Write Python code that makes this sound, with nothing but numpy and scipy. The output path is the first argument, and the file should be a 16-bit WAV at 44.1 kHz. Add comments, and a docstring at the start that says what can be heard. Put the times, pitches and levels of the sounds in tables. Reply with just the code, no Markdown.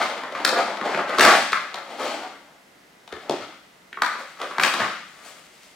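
"""A cardboard box is turned in the hands: flaps snap and edges tap, each a burst that rings panel, box air and fibres.
Card slides on card as stick-slip noise through the box's resonances; paper inserts rustle as shaped hiss.
Low decaying sines are weight landing on the table. A bare, hard room adds wall echoes and a noise tail.
A faint steady hiss lies under it; a small stereo microphone leans left, and loud bursts bend the recorder's input."""
import sys
import numpy as np
from scipy import signal
from scipy.fft import rfft, irfft, next_fast_len
from scipy.io import wavfile
from scipy.ndimage import map_coordinates

SR = 44100
rng = np.random.default_rng(int(sys.argv[2]) if len(sys.argv) > 2 else 0)


def log_audio(samples):
    """Write samples as a 16-bit WAV file to the path given in sys.argv[1]."""
    # one column per channel
    frames = np.atleast_2d(samples).T
    # limit to full scale, then quantise
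    limited = np.clip(frames, -1, 1)
    pcm = np.round(limited * 32767).astype(np.int16)
    wavfile.write(sys.argv[1], SR, pcm)


def voltage_ratio(decibels):
    """Convert decibels (scalar or array-like) to amplitude ratios, 20 dB per decade."""
    exponent = np.asarray(decibels, float) / 20
    return 10 ** exponent


N = 253663  # samples

# Taps and snaps. Each row: start in seconds, ring peak in dB, ring pitch in Hz, crack over the ring in dB,
# thud over the ring in dB.
TAPS = [(0.026, -17.5, 820, -4, -12), (0.177, -26.5, 1140, -5, -18), (0.235, -20.5, 1086, -9, -12),
        (0.322, -25.5, 530, -6.5, -16), (0.35, -20, 1210, -11, -14), (0.4, -21.5, 880, -10, -9),
        (0.448, -3.5, 1640, -2.5, -22), (0.526, -13.5, 560, -18, -13), (0.771, -22.5, 1140, -3.5, -21),
        (0.812, -15, 1150, -14, -9), (0.888, -20, 433, -13, -14), (0.946, -12.5, 1520, -14, -9),
        (0.974, -15.5, 570, -14, -10), (1.094, -19, 525, -8, -10), (1.147, -19, 1490, -9, -12),
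        (1.184, -9.5, 1180, -3, -7.5), (1.194, -7.5, 1580, -0.5, -8), (1.207, -0.5, 1550, -7.5, -13),
        (1.249, -3, 1370, -2.5, -13), (1.35, -11, 1498, -14, -20), (1.52, -18, 1770, -2.5, -10),
        (1.529, -5.5, 1320, -14, -33), (1.742, -25, 740, 4, -13), (2.232, -27, 770, -5, -13),
        (3.076, -35.5, 773, 2, -16), (3.124, -27.5, 422, 0.5, -4), (3.295, -11.5, 552, -6.5, -3),
        (3.928, -26, 1830, -9.5, -20), (3.972, -21, 1120, -26, -16), (4.019, -5, 1144, -7, -24),
        (4.153, -22, 1040, -26, -17), (4.4, -27, 676, -4, -13), (4.415, -21, 1240, -1, -14),
        (4.431, -26.5, 530, -6, -7), (4.509, -26.5, 1163, -4.5, -8), (4.582, -9, 1160, -10.5, -16),
        (4.597, -8, 1460, -10, -18.5), (4.634, -7.5, 1660, -1.5, -30), (4.646, -13, 1080, -12, -30),
        (4.738, -13.5, 1110, -2.5, -12.5), (4.8, -14.5, 683, -12, -9.5)]
# Card sliding on the box. Each row: firmest push in seconds, swell in seconds, fade in seconds,
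# panel scrape in dB, box walls over the scrape in dB.
STROKES = [(0.005, 0.069, 0.049, -24.5, 0), (0.15, 0.39, 0.36, -38.5, 4), (0.36, 0.26, 0.15, -37.5, -3),
           (0.47, 0.043, 0.14, -23.5, -4), (0.53, 0.21, 0.51, -30.5, 4), (0.82, 0.14, 0.58, -35.5, 3.5),
           (1.02, 0.28, 0.21, -30.5, 2), (1.16, 0.65, .1, -34, -7), (1.215, .04, 0.17, -19.5, -4),
           (1.265, 0.17, 0.11, -14, 0.5), (1.305, 0.12, 0.27, -29, 3), (1.56, 0.055, 0.23, -42, 2),
           (1.77, 0.062, 0.1, -34.5, -6.5), (2.08, 0.43, 0.38, -39.5, 6.5), (2.3, .2, 0.19, -48, -21),
           (3.142, 0.047, 0.049, -37, -9.5), (3.27, .15, 0.061, -54, 10.5), (3.318, 0.06, 0.23, -34, -1.5),
           (3.42, .15, 0.073, -55, 8), (4.055, 0.034, 0.29, -34.5, -11), (4.22, 0.16, 0.15, -48, 2.5),
           (4.425, 0.056, .4, -33.5, -4), (4.63, 0.057, 0.11, -22.5, -3), (4.81, 0.25, 0.16, -28, -5),
           (4.92, 0.23, 0.07, -37.5, -7.5), (5.26, 0.45, 0.6, -53.5, -1)]
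# Paper inserts rustling. Each row: loudest moment in seconds, swell in seconds, fade in seconds,
# papery hiss in dB, fine fizz over the hiss in dB.
RUSTLES = [(0.03, 0.17, 0.27, -35.5, -15.5), (0.55, 0.45, 0.48, -38, -18.5), (0.9, 0.38, 1, -40.5, -18),
           (1.23, 0.11, 0.29, -20, -12), (2.08, 0.33, 0.25, -37.5, -13), (3.2, .1, 0.34, -54, -15),
           (3.32, 0.036, 0.21, -36, -20), (4.23, 0.35, 0.25, -50.5, -7.5), (4.45, 0.089, 0.25, -40, -10.5),
           (4.64, 0.071, 0.1, -28.5, -7), (4.8, 0.16, 0.28, -37, -14.5), (5.3, 0.64, 0.99, -54, -3.5),
           (5.58, 0.19, 0.14, -84, 8)]
# Resonances of the card panels. Each row: pitch in Hz, width in Hz, relative level in dB.
PANEL_MODES = [(1210, 247, 12), (1740, 784, 6), (2073, 150, 9.5), (2460, 170, -7)]
# Resonances of the box walls. Each row: pitch in Hz, width in Hz, relative level in dB.
WALL_MODES = [(417, 170, -2), (553, 71, 7), (814, 400, 0)]
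# Resonances of the air in the box. Each row: pitch in Hz, width in Hz, relative level in dB.
AIR_MODES = [(153, 114, -11), (199, 79, -4), (317.4, 109, -0.5)]
# Spectrum of fibres rubbing. Each row: frequency in Hz, relative density in dB per Hz.
FIBRE_SPECTRUM = [(1290, -14.5), (2200, 0), (2370, -2.5), (2940, -3), (3240, -2), (3800, -6), (4400, -5),
                  (5200, -9.5), (7840, -18), (12400, -33), (15800, -34)]
# Weight landing on the table. Each row: start in seconds, level before onset and decay in dB, pitch in Hz.
THUMPS = [(3.134, -47, 80.3), (3.298, -36, 151), (3.413, -49, 114), (4.818, -36, 120)]
# Echoes, fluttering between two facing walls every 14 ms. Each row: delay in seconds, level in dB.
WALL_ECHOES = [(.0045, -9), (.008, -17.5), (0.0132, -6.5), (0.017, -35), (.027, -11.5), (0.03, -20.5),
               (.042, -9.5), (0.058, -17.5)]
# Decay of the room tail. Each row: frequency in Hz, t60 in seconds.
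ROOM_T60 = [(150, 0.73), (400, 0.33), (1000, 0.5), (3000, 0.8), (8000, 0.71), (15000, 0.46)]
# Treble beams forward and reaches the walls less. Each row: frequency in Hz, gain into the room in dB.
ROOM_FEED = [(300, 0), (1500, 0), (4500, -2), (10000, -2)]
# Stereo of the room. Each row: frequency in Hz, left-right likeness from 0 to 1.
ECHO_LIKENESS = [(100, .97), (600, .9), (2000, .68), (5000, .2), (10000, 0)]
# The left port faces the hands. Each row: frequency in Hz, left over right in dB.
PORT_LEAN = [(150, .4), (380, .3), (950, 2), (2400, 3.3), (6000, 5.5), (9000, 9.5), (15000, 11.5)]
# Path round the housing. Each row: frequency in Hz, lead of the left in radians.
PORT_LEAD = [(500, 0), (2000, .1), (4000, .5), (8000, 1.2), (15000, 1.3)]
# Spectrum of the quiet room. Each row: frequency in Hz, relative density in dB per Hz.
HISS_SPECTRUM = [(21, -47), (35, -23), (119, -22), (136, -16), (171, -10.5), (221, -12.5), (569, -14),
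                 (630, -11.5), (856, -15), (1890, -16), (2040, -12.5), (2260, -19.5), (2640, -19.5),
                 (6620, -27.5), (15800, -38)]
# Stereo of the hiss. Each row: frequency in Hz, left-right likeness from 0 to 1.
HISS_LIKENESS = [(60, 0.71), (180, 1), (550, 0.38), (1650, 0.16), (4970, 0.42), (15000, 1)]

RING_WIDTH_RATIO, RING_WIDTH_POWER = 0.2, 0.5  # width over pitch at 1 kHz; power of pitch it grows with
CRACK_HZ, CRACK_OCTAVES_PER_DB = 4500, 0.014  # pitch of a full-scale crack; weaker cracks are duller
AIR_DB = -9  # air in the box, relative to its walls
SWING_DB = 30  # a swell climbs and a fade falls about this far in the time given
ROUNDING = 0.068  # share of the swell and fade over which the peak is rounded off
HISS_DB = -53.5  # rms


def taps():
    """Each contact rings the struck panel, thuds in the box and cracks in the fibres; harder is brighter."""
    t = np.arange(2048) / SR
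    out = np.zeros(N + len(t))
    box_modes = modes(AIR_MODES + WALL_MODES[:1])
    for start_s, ring_db, hz, crack_db, thud_db in TAPS:
        ring_width_hz = RING_WIDTH_RATIO * (hz / 1000) ** RING_WIDTH_POWER * hz
        panel = modes([(hz, ring_width_hz, 0), (1.79 * hz, 0.5 * hz, -11)])
        ring = filtered(contact(t, ms=1.43), lambda f: panel(f) * soft(f, 3 * hz))

        thud = filtered(contact(t, ms=1.55), lambda f: box_modes(f) * soft(f, 650))

        crack_hz = CRACK_HZ * 2 ** (CRACK_OCTAVES_PER_DB * (ring_db + crack_db))
        fibres = modes([(crack_hz, 0.4 * crack_hz, 0)])
        sparkle = modes([(6460, 3000, 3.2 * ring_db - 5.5)])
        crack = filtered(contact(t, ms=1.67), lambda f: fibres(f) * soft(f, 2 * crack_hz))
        crack += filtered(contact(t, ms=3.7), sparkle)

        tap = peak_one(ring) + voltage_ratio(crack_db) * peak_one(crack) + voltage_ratio(thud_db) * peak_one(thud)
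        out[round(start_s * SR):][:len(t)] += voltage_ratio(ring_db) * tap
    return out[:N]


def contact(t, ms):
    """A burst of tiny collisions, evened out so that it feeds all pitches nearly alike."""
    u = 1000 * t / ms
    spectrum = rfft(rng.standard_normal(len(t)) * u * np.exp(-u))
    size = np.abs(spectrum)
    burst = irfft(spectrum / (size + 0.3 * size.mean()))
    return burst * np.minimum(3 * u, 1) * np.exp(-u / 5)


def soft(hz, top_hz):
    """A yielding contact feeds little treble: two-pole low-pass response."""
    return 1 / (1 + 1j * hz / top_hz) ** 2


def strokes_and_rustles():
    """Sliding card catches and slips: that rings panels, walls and air of the box, and the fibres hiss."""
    catches = slips(rate_hz=35, spread_db=4.5)
    scrape_drive = catches * slips(rate_hz=150, spread_db=4.5)
    scrape = rubbed(scrape_drive, PANEL_MODES, centre_hz=1450, width_hz=4600)
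    air = rubbed(catches, AIR_MODES, centre_hz=240, width_hz=470)
    walls = rubbed(catches, WALL_MODES, centre_hz=707, width_hz=480)

    grit = catches * slips(rate_hz=400, spread_db=2.0) * rng.standard_normal(N)
    fibres = filtered(grit, lambda f: voltage_ratio(along(FIBRE_SPECTRUM, f)))
    above_7_khz = lambda f: 1 / (1 + (7000 / (f + 1)) ** 6)
    fizz = unit(filtered(fibres, above_7_khz))
    hiss = unit(filtered(fibres, lambda f: 1 - above_7_khz(f)))

    scrape_gain, walls_gain = gestures(STROKES)
    hiss_gain, fizz_gain = gestures(RUSTLES)
    sliding = scrape_gain * scrape + walls_gain * (walls + voltage_ratio(AIR_DB) * air)
    return sliding + hiss_gain * hiss + fizz_gain * fizz


def slips(rate_hz, spread_db):
    """Stick-slip: a strength in dB that glides between random values drawn rate_hz times a second."""
    knots = rng.standard_normal(int(N * rate_hz / SR) + 4)
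    return voltage_ratio(spread_db * map_coordinates(knots, [np.arange(N) * rate_hz / SR], order=1))


def rubbed(drive, table, centre_hz, width_hz):
    """Slips ringing a set of modes, steeper outside their range."""
    ringing, band = modes(table), modes([(centre_hz, width_hz, 0)])
    return unit(filtered(drive * rng.standard_normal(N), lambda f: ringing(f) * band(f)))


def gestures(rows):
    """Gain of the main layer and of its companion: each row swells to its peak, then fades; powers add."""
    t, power = np.arange(N) / SR, np.zeros((2, N))
    for peak_s, swell_s, fade_s, main_db, companion_db in rows:
        away = np.where(t < peak_s, (peak_s - t) / swell_s, (t - peak_s) / fade_s)
        shape = voltage_ratio(main_db - SWING_DB * (np.hypot(away, ROUNDING) - ROUNDING))
        power += (shape * voltage_ratio([[0], [companion_db]])) ** 2
    return np.sqrt(power)


def thumps():
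    """The table top gives a few low swings: decaying sines with a soft onset."""
    t = np.arange(SR // 4) / SR
    out = np.zeros(N + SR)
    envelope = voltage_ratio(-60 * t / 0.2) * (1 - np.exp(-t / 0.0031))  # t60 0.2 s, onset 3.1 ms
    for start_s, db, hz in THUMPS:
        out[round(start_s * SR):][:len(t)] += voltage_ratio(db) * envelope * np.sin(2 * np.pi * hz * t)
    return out[:N]


def room(x):
    """The sound is taken in fifths of a second, each given its own randomly drawn room response."""
    step = SR // 5
    out = np.zeros((2, N + SR))
    for i in range(0, N, step):
        wet = signal.fftconvolve(x[None, i:i + step], room_response(tail_db=0.0, build_s=0.012), axes=1)
        out[:, i:i + wet.shape[1]] += wet
    return out[:, :N]


def room_response(tail_db, build_s):
    """One stereo response: the first walls, then a noise tail that builds up and dies by frequency."""
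    noise = rng.standard_normal((2, int(0.7 * SR)))
    hz, t, z = signal.stft(noise, SR, nperseg=256)
    decay = voltage_ratio(-60 * t / along(ROOM_T60, hz)[:, None])
    tail = signal.istft(z * decay, SR, nperseg=256)[1]
    tail *= np.clip((np.arange(tail.shape[1]) / SR - 0.005) / build_s, 0, 1)
    tail *= voltage_ratio(tail_db) / np.linalg.norm(tail[0])
    for delay_s, db in WALL_ECHOES:
        at = round(delay_s * SR) + rng.integers(-9, 9)
        tail[:, at] += voltage_ratio(db) * np.array([1, rng.choice([-1, 1])])
    return paired(tail, ECHO_LIKENESS)


def quiet():
    """The steady hiss of the room and the microphone: shaped stereo noise."""
    noise = filtered(rng.standard_normal((2, N)), lambda hz: voltage_ratio(along(HISS_SPECTRUM, hz)))
    return voltage_ratio(HISS_DB) * unit(paired(noise, HISS_LIKENESS))


def ports(x):
    """Stereo microphone: the ports differ in level and phase, and the microphone cuts away the deep bass."""
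    side = np.array([[1], [-1]]) / 2  # left, right

    def response(hz):
        low_cut = (1j * hz / (1j * hz + 130)) ** 3
        return low_cut * voltage_ratio(along(PORT_LEAN, hz) * side) * np.exp(1j * along(PORT_LEAD, hz) * side)
    return filtered(x, response)


def modes(table):
    """Causal response of resonances (Hz, width in Hz, dB) with alternating signs."""
    return lambda f: sum((-1) ** k * voltage_ratio(db) * 1j * f * w / (c * c - f * f + 1j * f * w)
                         for k, (c, w, db) in enumerate(table))


def filtered(x, response):
    """x times a complex response of frequency."""
    n = x.shape[-1]
    m = next_fast_len(n + 4096)
    return irfft(rfft(x, m) * response(np.fft.rfftfreq(m, 1 / SR)), m)[..., :n]


def paired(two, likeness):
    """Two signals mixed into left and right; unrelated ones get the given likeness."""
    def weights(hz):
        turn = np.arccos(np.clip(along(likeness, hz), -1, 1)) / 2
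        return np.array([np.cos(turn), np.sin(turn)])
    mid, side = filtered(two, weights)
    return np.array([mid + side, mid - side])


def along(points, hz):
    """(Hz, value) points read on a log axis."""
    f, v = np.transpose(points)
    return np.interp(np.log(hz + 1), np.log(f + 1), v)


def unit(x):
    """Scaled to rms 1."""
    return x / np.sqrt(np.mean(x ** 2) + 1e-20)


def peak_one(x):
    """Scaled to a peak of 1."""
    return x / np.max(np.abs(x))


def scene():
    """Box and paper, direct and from the walls, with table thumps, over the hiss."""
    box = taps() + strokes_and_rustles()
    echoes = room(filtered(box, lambda hz: voltage_ratio(along(ROOM_FEED, hz))))
    return ports(box + echoes) + thumps() + quiet()


def top_cut(x):
    """Nothing passes above the cut-off."""
    return signal.sosfilt(signal.butter(12, 16140, fs=SR, output="sos"), x)


def record(dry):
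    """Lopsided input, the left more so: loud bursts push out a low thump, and it bends near full scale."""
    lopsided = dry + np.array([[0.12], [0.03]]) * dry ** 2
    bent = lopsided / (1 + np.abs(lopsided / 0.99) ** 4) ** (1 / 4)
    mix = filtered(bent, lambda hz: (hz > 15) & (hz < 15850))
    return top_cut(mix)


dry = scene()
out = record(dry)
log_audio(out)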